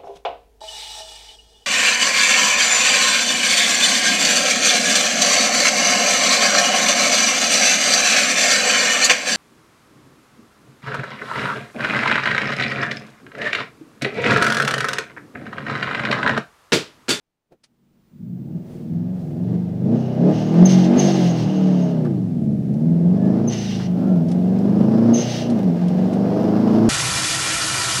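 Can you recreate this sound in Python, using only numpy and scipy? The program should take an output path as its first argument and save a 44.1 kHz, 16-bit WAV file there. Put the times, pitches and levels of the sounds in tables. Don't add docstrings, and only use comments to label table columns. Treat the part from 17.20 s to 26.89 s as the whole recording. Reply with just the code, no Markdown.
import sys
import numpy as np
from scipy import signal
from scipy.fft import rfft, irfft
from scipy.io import wavfile
from scipy.ndimage import uniform_filter1d

SR = 44100
rng = np.random.default_rng(int(sys.argv[2]) if len(sys.argv) > 2 else 0)


def wrap_up_sound(samples):
    columns = np.atleast_2d(samples).T
    tamed = np.clip(columns, -1, 1)
    steps = np.round(tamed * 32767).astype(np.int16)
    wavfile.write(sys.argv[1], SR, steps)


N = 427329
TIME = np.arange(N) / SR
IDLE_CYCLES_PER_S, CRUISE_CYCLES_PER_S = 12, 25


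def from_db(db):
    return np.exp(np.asarray(db) * (np.log(10) / 20))


def unit_rms(x):
    return x / np.sqrt(np.mean(x ** 2) + 1e-20)


def in_time(rows):
    t_s, *columns = np.transpose(rows)
    return [np.interp(TIME, t_s, column) for column in columns]


def drift(rate_hz):
    knots = rng.standard_normal(int(rate_hz * N / SR) + 2)
    return unit_rms(np.interp(TIME * rate_hz, np.arange(len(knots)), knots))


def butter(x, hz, kind, order=4):
    return signal.sosfilt(signal.butter(order, hz, kind, fs=SR, output="sos"), x)


def response(spectrum, size=16384):
    hz, db = np.transpose(spectrum)
    bins_hz = np.maximum(np.arange(size // 2 + 1) * SR / size, 1)
    gain = from_db(np.interp(np.log(bins_hz), np.log(hz), db))
    cepstrum = irfft(np.log(gain))
    cepstrum[1:size // 2] *= 2
    cepstrum[size // 2 + 1:] = 0
    return bins_hz, rfft(cepstrum)


def colour(x, spectrum):
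    bins_hz, log_gain = response(spectrum)
    impulse = irfft(np.exp(log_gain))[:len(bins_hz)]
    return signal.oaconvolve(x, impulse)[:N]


def noise(spectrum):
    return unit_rms(colour(rng.standard_normal(N), spectrum))


def gliding_band(hz, width_hz):
    baseband = butter(rng.standard_normal(N) + 1j * rng.standard_normal(N), width_hz / 2, "low", order=2)
    return unit_rms(np.real(baseband * np.exp(2j * np.pi * np.cumsum(hz) / SR)))


def bodywork(x, echo=0.49, count=14):
    lags = (rng.uniform(.002, .022, count) * SR).astype(int)
    signs = rng.choice([-1, 1], count)
    echoes = sum(sign * np.pad(x, (lag, 0))[:N] for lag, sign in zip(lags, signs))
    return unit_rms(x + echo * echoes / np.sqrt(count))


def taps(events, spectrum, rise_s, decay_s):
    envelope = np.zeros(N)
    for t_s, db in events:
        near = slice(int((t_s - .1) * SR), int((t_s + .2) * SR))
        age_s = TIME[near] - t_s
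        envelope[near] += from_db(db) * np.exp(np.minimum(age_s / rise_s, -age_s / decay_s))
    return envelope * noise(spectrum)


# t/s, level/dB
BED_LEVEL = [(.2, -81), (.85, -66), (1.42, -59), (1.52, -51), (1.85, -61), (2.0, -53), (2.3, -56.5),
             (9.69, -49.5)]
# f/Hz, level/dB
BED_SPECTRUM = [(40, 1), (300, -2.5), (1500, -14.5), (9000, -25), (15500, -31.5)]
def bed():
    return from_db(in_time(BED_LEVEL)[0]) * noise(BED_SPECTRUM)


# t/s, level/dB
WHINE_LEVEL = [(.1, -100), (1.1, -68.5), (4.98, -72), (5.08, -85), (6.55, -81), (6.7, -67)]
def high_whine(hz=15000):
    return from_db(in_time(WHINE_LEVEL)[0]) * np.sin(2 * np.pi * hz * TIME)


# f/Hz, level/dB
KNOCK_SPECTRUM = [(100, 0), (480, 9), (800, -6), (1500, -15), (10000, -35)]
def knock(t_s=.325, level_db=-45):
    return taps([(t_s, level_db)], KNOCK_SPECTRUM, rise_s=0.0069, decay_s=0.013)


# t/s, level/dB before trim
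GRIT_HITS = [(0.4395, -44), (4.8498, -48), (5.5393, -49), (6.053, -51), (7.0864, -41), (7.104, -50),
             (7.117, -36.5), (7.388, -42), (8.3015, -34.5), (8.684, -39.5), (8.933, -38)]
# f/Hz, level/dB
GRIT_SPECTRUM = [(500, -1), (1200, 0), (5200, 4.5), (7500, -3.5), (9700, -3), (14000, -37)]
def grit(trim_db=-4):
    return from_db(trim_db) * taps(GRIT_HITS, GRIT_SPECTRUM, rise_s=0.0019, decay_s=0.0093)


# t/s, level/dB
CLUNK_HITS = [(4.854, -37), (6.6, -37)]
# f/Hz, level/dB
CLUNK_SPECTRUM = [(400, -22), (950, 4), (1250, 7), (1600, 5), (2400, -13), (8000, -36)]
def clunks():
    return taps(CLUNK_HITS, CLUNK_SPECTRUM, rise_s=0.0039, decay_s=0.016)


# t/s, level/dB, f/Hz, swell/s
GEAR_TONES = [(6.07, -48.5, 1726, 0.081), (6.881, -46.5, 1365, 0.11), (7.722, -59, 1727, 0.43)]
def gears(rise_per_s=.2):
    out = np.zeros(N)
    for t_s, db, hz, swell_s in GEAR_TONES:
        pitch_hz = hz * (1 + rise_per_s * np.clip(TIME - t_s, -1, 1))
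        phase = 2 * np.pi * np.cumsum(pitch_hz) / SR + 1.1 * drift(150)
        out += from_db(db) * np.exp(-((TIME - t_s) / swell_s) ** 2) * np.sin(phase)
    return out


# f/Hz, level/dB
ROAD_SPECTRUM = [(200, 14), (700, 15), (1150, -2.5), (1700, -4), (2350, -10), (2850, -9.5), (3300, -11.5),
                 (4300, -14), (5400, -14), (6800, -22), (9000, -33.5), (15500, -53.5)]
def road(puffs, bay_db=-44.5, db_per_octave=18, load_db=3, fade_in_s=2.14, roll_s=2.44, tyres_db=-29.5):
    bay = from_db(bay_db + db_per_octave * rev_octaves() + load_db * throttle()[0])
    bay *= np.minimum(TIME / fade_in_s, 1) ** 2
    road_speed = np.maximum(TIME - roll_s, 0) / (TIME[-1] - roll_s)
    tyres = from_db(tyres_db) * road_speed ** 2.57
    rush = butter(noise(ROAD_SPECTRUM), 130, "high", order=2) * (1 + puffs)
    return np.hypot(bay, tyres) * bodywork(rush, echo=0.43)


# t/s, level/dB before envelope, settled f/Hz
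VALVE_CHIRPS = [(3.45, -17.5, 6120), (3.779, -18, 6200), (6.27, -27.5, 5970), (7.935, -17, 6100)]
def chirps(rise_s=0.011, decay_s=0.015, glide_hz=420, glide_s=0.0168, waver_hz=70, overtone_db=-29):
    out = np.zeros(N)
    wander_hz = waver_hz * drift(500)
    for t_s, level_db, hz in VALVE_CHIRPS:
        age_s = np.maximum(TIME - t_s, 0)
        phase = 2 * np.pi * np.cumsum(hz + glide_hz * np.exp(-age_s / glide_s) + wander_hz) / SR
        envelope = (1 - np.exp(-(age_s / rise_s) ** 2)) * np.exp(-age_s / decay_s)
        overtones = np.sin(1.5 * phase) + np.sin(2 * phase) / 2
        out += 2 * from_db(level_db) * envelope * (np.sin(phase) + from_db(overtone_db) * overtones)
    flutter = from_db(3.5 * drift(150))
    return out * flutter


# t/s, shut/s, hiss/dB, hold/s, hiss fall/(dB/s), whistle/dB, whistle sink/(Hz/s)
VALVE_OPENINGS = [(2.743, 3.0, -56, 0.075, 68, -79, -0.5), (3.11, 3.42, -45.5, 0.11, 65, -67, -500),
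                  (3.442, 3.665, -35.5, 0.1, 50, -42, 499.5), (3.762, 4.706, -34.5, 0.04, 22, -35.5, -100),
                  (6.279, 6.657, -37.5, 0.21, 50, -43, 1598), (7.925, 8.265, -35, 0.24, 90, -33.5, 899)]
def valve_flow(open_s=0.047, close_s=0.029, whistle_hold_s=0.073, whistle_db_per_s=172, linger_db=-10):
    hiss, whistle = np.zeros(N), np.zeros(N)
    for t_s, shut_s, hiss_db, hold_s, fall_db_per_s, whistle_db, _ in VALVE_OPENINGS:
        age_s = np.maximum(TIME - t_s, 0)
        gap = np.minimum(age_s / open_s, 1) * np.exp(np.minimum(shut_s - TIME, 0) / close_s)
        hiss += gap * from_db(hiss_db - fall_db_per_s * np.maximum(age_s - hold_s, 0))
        whistle += gap * from_db(whistle_db - whistle_db_per_s * np.maximum(age_s - whistle_hold_s, 0))
    return hiss, whistle + from_db(linger_db) * hiss


def last_opening():
    opened_s, *_, sink_hz_per_s = np.transpose(VALVE_OPENINGS)
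    last = np.maximum(np.searchsorted(opened_s, TIME) - 1, 0)
    return np.abs(TIME - opened_s[last]), sink_hz_per_s[last]


def swoosh(age_s, from_hz=6000, to_hz=2780, fall_s=.2):
    centre_hz = to_hz + (from_hz - to_hz) * np.exp(-(age_s / fall_s) ** 2)
    return gliding_band(centre_hz, width_hz=700)


# f/Hz, level/dB
HISS_SPECTRUM = [(650, -3.5), (1100, -7), (2100, 4), (2400, -1), (2850, 4.5), (4400, 2), (5900, 3.5),
                 (6900, -9.5), (8800, -15), (10000, -17), (11000, -24.5), (15500, -25.5)]
def blow_off(puffs, whistle_hz=6350, throat_hz=(2670, 3090), throat_db=-27, swoosh_db=-11.5,
             surge_db=1.44, flutter_db=1.0, throb=0.038):
    hiss_gain, whistle_gain = valve_flow()
    age_s, sink_hz_per_s = last_opening()
    mouth = gliding_band(whistle_hz - sink_hz_per_s * age_s, width_hz=320)
    throat = bodywork(butter(rng.standard_normal(N), throat_hz, "band", order=2), echo=0.83)
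    air = hiss_gain * bodywork(noise(HISS_SPECTRUM)) * from_db(surge_db * drift(15))
    air += whistle_gain * mouth * from_db(2 * surge_db * drift(40))
    air += from_db(throat_db + surge_db * drift(16)) * hiss_gain ** 0.52 * throat
    air += from_db(swoosh_db) * hiss_gain * swoosh(age_s)
    return air * from_db(flutter_db * drift(60)) * unit_rms(1 + throb * puffs)


# down/s, up/s, revs reached/(cycles/s), boom gain/dB, bark gain/dB
THROTTLE_BLIPS = [(0.899, 1.402, 21, 6.5, 5), (1.599, 1.901, 23.2, 6.5, -4), (2.127, 2.393, 25.6, 4, 5),
                  (2.589, 2.79, 32.8, 7, 9), (2.95, 3.121, 40, 8, 12), (3.28, 3.449, 46.8, 6, 6),
                  (3.651, 3.789, 50.4, 7.5, 6.5)]
# t/s, revs/(cycles/s)
RUN_DOWN_REVS = [(4.28, 38.2), (4.42, 37.6), (4.72, 34.2), (4.85, 30.1), (4.97, 24.7), (5.24, 17.9),
                 (5.5, 16.6)]
# t/s, revs/(cycles/s)
DRIVE_REVS = [(5.68, 20.9), (5.85, 21.4), (6, 25.6), (6.15, 26.7), (6.28, 29.5), (6.68, 25.5), (6.8, 25.7),
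              (7.02, 20.2), (7.12, 22.4), (7.25, 22.9), (7.83, 28.9), (7.97, 29.4), (8.08, 30.9),
              (8.22, 29.7), (8.31, 30.1), (8.5, 21), (8.6, 22), (8.75, 22.9), (9.69, 28.5)]
def crank_speed(sag_cycles_per_s2=10):
    points = [(THROTTLE_BLIPS[0][0], IDLE_CYCLES_PER_S)]
    for down_s, up_s, reached, _, _ in THROTTLE_BLIPS:
        last_s, speed = points[-1]
        points += [(down_s, speed - sag_cycles_per_s2 * (down_s - last_s)), (up_s, reached)]
    return uniform_filter1d(in_time(points + RUN_DOWN_REVS + DRIVE_REVS)[0], size=2200)


def crank_cycles():
    return np.cumsum(crank_speed()) / SR


def rev_octaves():
    return np.log2(crank_speed() / CRUISE_CYCLES_PER_S)


def pedal(down_s, up_s, rise_s=0.077, fall_s=0.077, lag_s=0.033):
    return np.clip(np.minimum((TIME - down_s) / rise_s, (up_s + lag_s - TIME) / fall_s), 0, 1)


# down/s, up/s, boom gain/dB, bark gain/dB
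GEAR_PULLS = [(5.591, 6.3, 4, -1), (6.719, 8.04, 2.5, 4), (8.228, 9.9, 5, 1)]
def throttle():
    pushes = [pedal(*blip[:2], rise_s=0.16) for blip in THROTTLE_BLIPS]
    pushes += [pedal(*pull[:2]) for pull in GEAR_PULLS]
    weights = [(1, boom_db, bark_db) for *_, boom_db, bark_db in THROTTLE_BLIPS + GEAR_PULLS]
    return np.transpose(weights) @ np.array(pushes)


def load_shares():
    blipped = sum(pedal(*blip[:2]) for blip in THROTTLE_BLIPS)
    light = pedal(down_s=4.26, up_s=5.63)
    pulling = sum(pedal(*pull[:2]) for pull in GEAR_PULLS)
    return np.array([blipped, light, pulling, 1 - blipped - light - pulling])


def scatter_db(cruise_db=2.5, load_db=0.9):
    return cruise_db * 2 ** (-0.68 * rev_octaves()) + load_db * throttle()[0]


def firings(weak_bank_db=3, header_lag_s=0.0011, pair_lag_s=0.00012, jitter_s_per_db=.00007):
    count = 4 * crank_cycles()
    number = np.arange(1, int(count[-1]))
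    fired = np.searchsorted(count, number)
    far_bank, second = number % 4 // 2, number % 2
    spread_db = scatter_db()[fired]
    level_draw, time_draw = rng.standard_normal((len(fired), 2)).T
    level_db = -far_bank * weak_bank_db + spread_db * level_draw + 0.2 * second
    late_s = far_bank * header_lag_s + second * pair_lag_s + jitter_s_per_db * spread_db * time_draw
    arrived = np.clip(fired + (late_s * SR).astype(int), 0, N - 1)
    return np.bincount(arrived, from_db(level_db), N)


# f/Hz, level/dB
RASP_SPECTRUM = [(500, -20), (950, 7.5), (1500, -3), (2300, -23.5), (3500, -25.5), (5200, -12.5),
                 (7000, -35.5)]
def tailpipe_rasp(puffs, bark_db, rasp_db=-37, at_bark_db=-14.5, start_s=3.9, fade_in_s=0.35, throb=0.97):
    fade_in = np.clip((TIME - start_s) / fade_in_s, 0, 1)
    level_db = rasp_db + 2 * (bark_db - at_bark_db)
    return fade_in * from_db(level_db) * unit_rms(noise(RASP_SPECTRUM) * (1 + throb * puffs))


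# f/Hz, level/dB
PIPE_RESPONSE = [(55.0, -35.5), (80.0, -27.5), (100.0, -17.5), (120.0, -7.5), (145.0, -7), (163.0, -4.5),
                 (182.0, 2.5), (205.0, -7.5), (240.0, -3), (280.0, -15), (328.0, -10), (365.0, -16.5),
                 (430.0, -18.5), (550.0, -25.5), (635.0, -22), (720.0, -33), (830.0, -35.5), (1100.0, -51),
                 (1800.0, -57)]
# harmonic, blipped/dB, light/dB, pulling/dB, overrun/dB
HARMONIC_LEVELS = [(3.0, -8, -12, -12.5, 10), (4.0, 9.5, 0.5, 7, 12), (5.0, 9, 8.5, 3, 7.5),
                   (6.0, -5, -9, -13, -0.5), (7.0, 7.5, 2, 3.5, 7.5), (8.0, 8, 5.5, 12, 5.5),
                   (9.0, 0, -1.5, 1, 0.0), (10.0, -12, -3, 4, -4), (11.0, 5, -6, 2.0, 0.5),
                   (12.0, 1.5, 8.5, 6.0, 1.0), (13.0, 2, 2.5, -3, 0.5), (14.0, -2.5, -9, -1, -5.5),
                   (15.0, 3, -6, -0.5, -6), (16.0, 5.5, 7, 3.5, 2)]
def growl(boom_db, bark_db, boom_hz=200, bark_hz=500, waver_db=2.15, wobble_cycles=.002, step=10):
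    cycles = crank_cycles() + wobble_cycles * drift(25)
    controls = crank_speed(), cycles, boom_db, bark_db, load_shares()
    speed, cycles, boom_db, bark_db, shares = (control[..., ::step] for control in controls)
    pipe_hz, pipe_log_gain = response(PIPE_RESPONSE)
    burble_db = 0.58 * (CRUISE_CYCLES_PER_S / speed) ** 2 * drift(22)[::step]
    out = 0
    for row, harmonic in enumerate(range(3, 49)):
        hz = harmonic * speed
        bark_share = np.clip(np.log(hz / boom_hz) / np.log(bark_hz / boom_hz), 0, 1)
        db = (1 - bark_share) * boom_db + bark_share * bark_db
        db += burble_db + waver_db * drift(14)[::step]
        if row < len(HARMONIC_LEVELS):
            db += np.array(HARMONIC_LEVELS[row][1:]) @ shares
            offset_turns = .24 * rng.standard_normal()
        else:
            db += 0.5 + 3.5 * drift(2.5)[::step]
            offset_turns = rng.random()
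        phase = 2 * np.pi * (harmonic * cycles + offset_turns)
        through_pipe = np.exp(np.interp(hz, pipe_hz, pipe_log_gain) + 1j * phase)
        out += np.sqrt(2) * from_db(db) * through_pipe.real
    return signal.resample_poly(out, step, 1, window=("kaiser", 10))[:N]


def roughness(pulses, puffs, boom_db, bark_db, silencer_hz=2000):
    stray = unit_rms(pulses * rng.standard_normal(N))
    turbulence = unit_rms(np.sqrt(np.abs(puffs)) * rng.standard_normal(N))
    drive = unit_rms((stray + turbulence) * scatter_db())
    pipe = colour(drive, PIPE_RESPONSE) * np.sqrt(SR / 2 / CRUISE_CYCLES_PER_S)
    pipe = butter(pipe, silencer_hz, "low", order=2)
    boom = from_db(boom_db - 11.5) * butter(pipe, 300, "low")
    bark = from_db(bark_db - 8) * butter(pipe, 303, "high")
    return boom + bark


# t/s, boom/dB, bark/dB
EXHAUST_LEVELS = [(0.85, -67.5, -71), (1.0, -47.5, -63), (1.5, -41, -41), (1.85, -38.5, -38),
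                  (2.05, -35, -35.5), (2.5, -32, -34), (2.9, -30.5, -22.5), (3.22, -28.5, -19),
                  (3.55, -24.5, -21), (3.9, -27, -16), (4.25, -27, -22), (4.55, -22.5, -20.5),
                  (4.85, -25, -25.5), (5.1, -26, -37), (5.4, -25, -32), (5.7, -31, -26.5), (6.2, -28, -19),
                  (6.42, -33, -25), (6.65, -32.5, -30), (6.85, -29.5, -26.5), (7.1, -32.5, -32),
                  (7.45, -29.5, -25), (7.9, -27, -20), (8.1, -36, -23), (8.21, -35.5, -22),
                  (8.29, -32.5, -22), (8.6, -37, -27), (9.05, -34, -18), (9.69, -29, -15)]
def exhaust(pulses, puffs, start_s=.25, fade_in_s=0.52):
    boom_db, bark_db = np.array(in_time(EXHAUST_LEVELS)) + throttle()[1:]
    fade_in = np.clip((TIME - start_s) / fade_in_s, 0, 1)
    pipe = growl(boom_db, bark_db) + roughness(pulses, puffs, boom_db, bark_db)
    return fade_in * pipe + tailpipe_rasp(puffs, bark_db)


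def scene(puff_decay_s=0.01):
    pulses = firings()
    puffs = unit_rms(signal.lfilter([1], [1, -np.exp(-1 / (puff_decay_s * SR))], pulses + 1e-18))
    background = grit() + knock() + clunks() + bed() + high_whine()
    car = exhaust(pulses, puffs) + blow_off(puffs) + chirps() + gears() + road(puffs)
    return (background + car)[None]


def record(dry):
    return signal.sosfilt(signal.ellip(12, .1, 80, 15750, fs=SR, output="sos"), dry)


dry = scene()
out = record(dry)
wrap_up_sound(out)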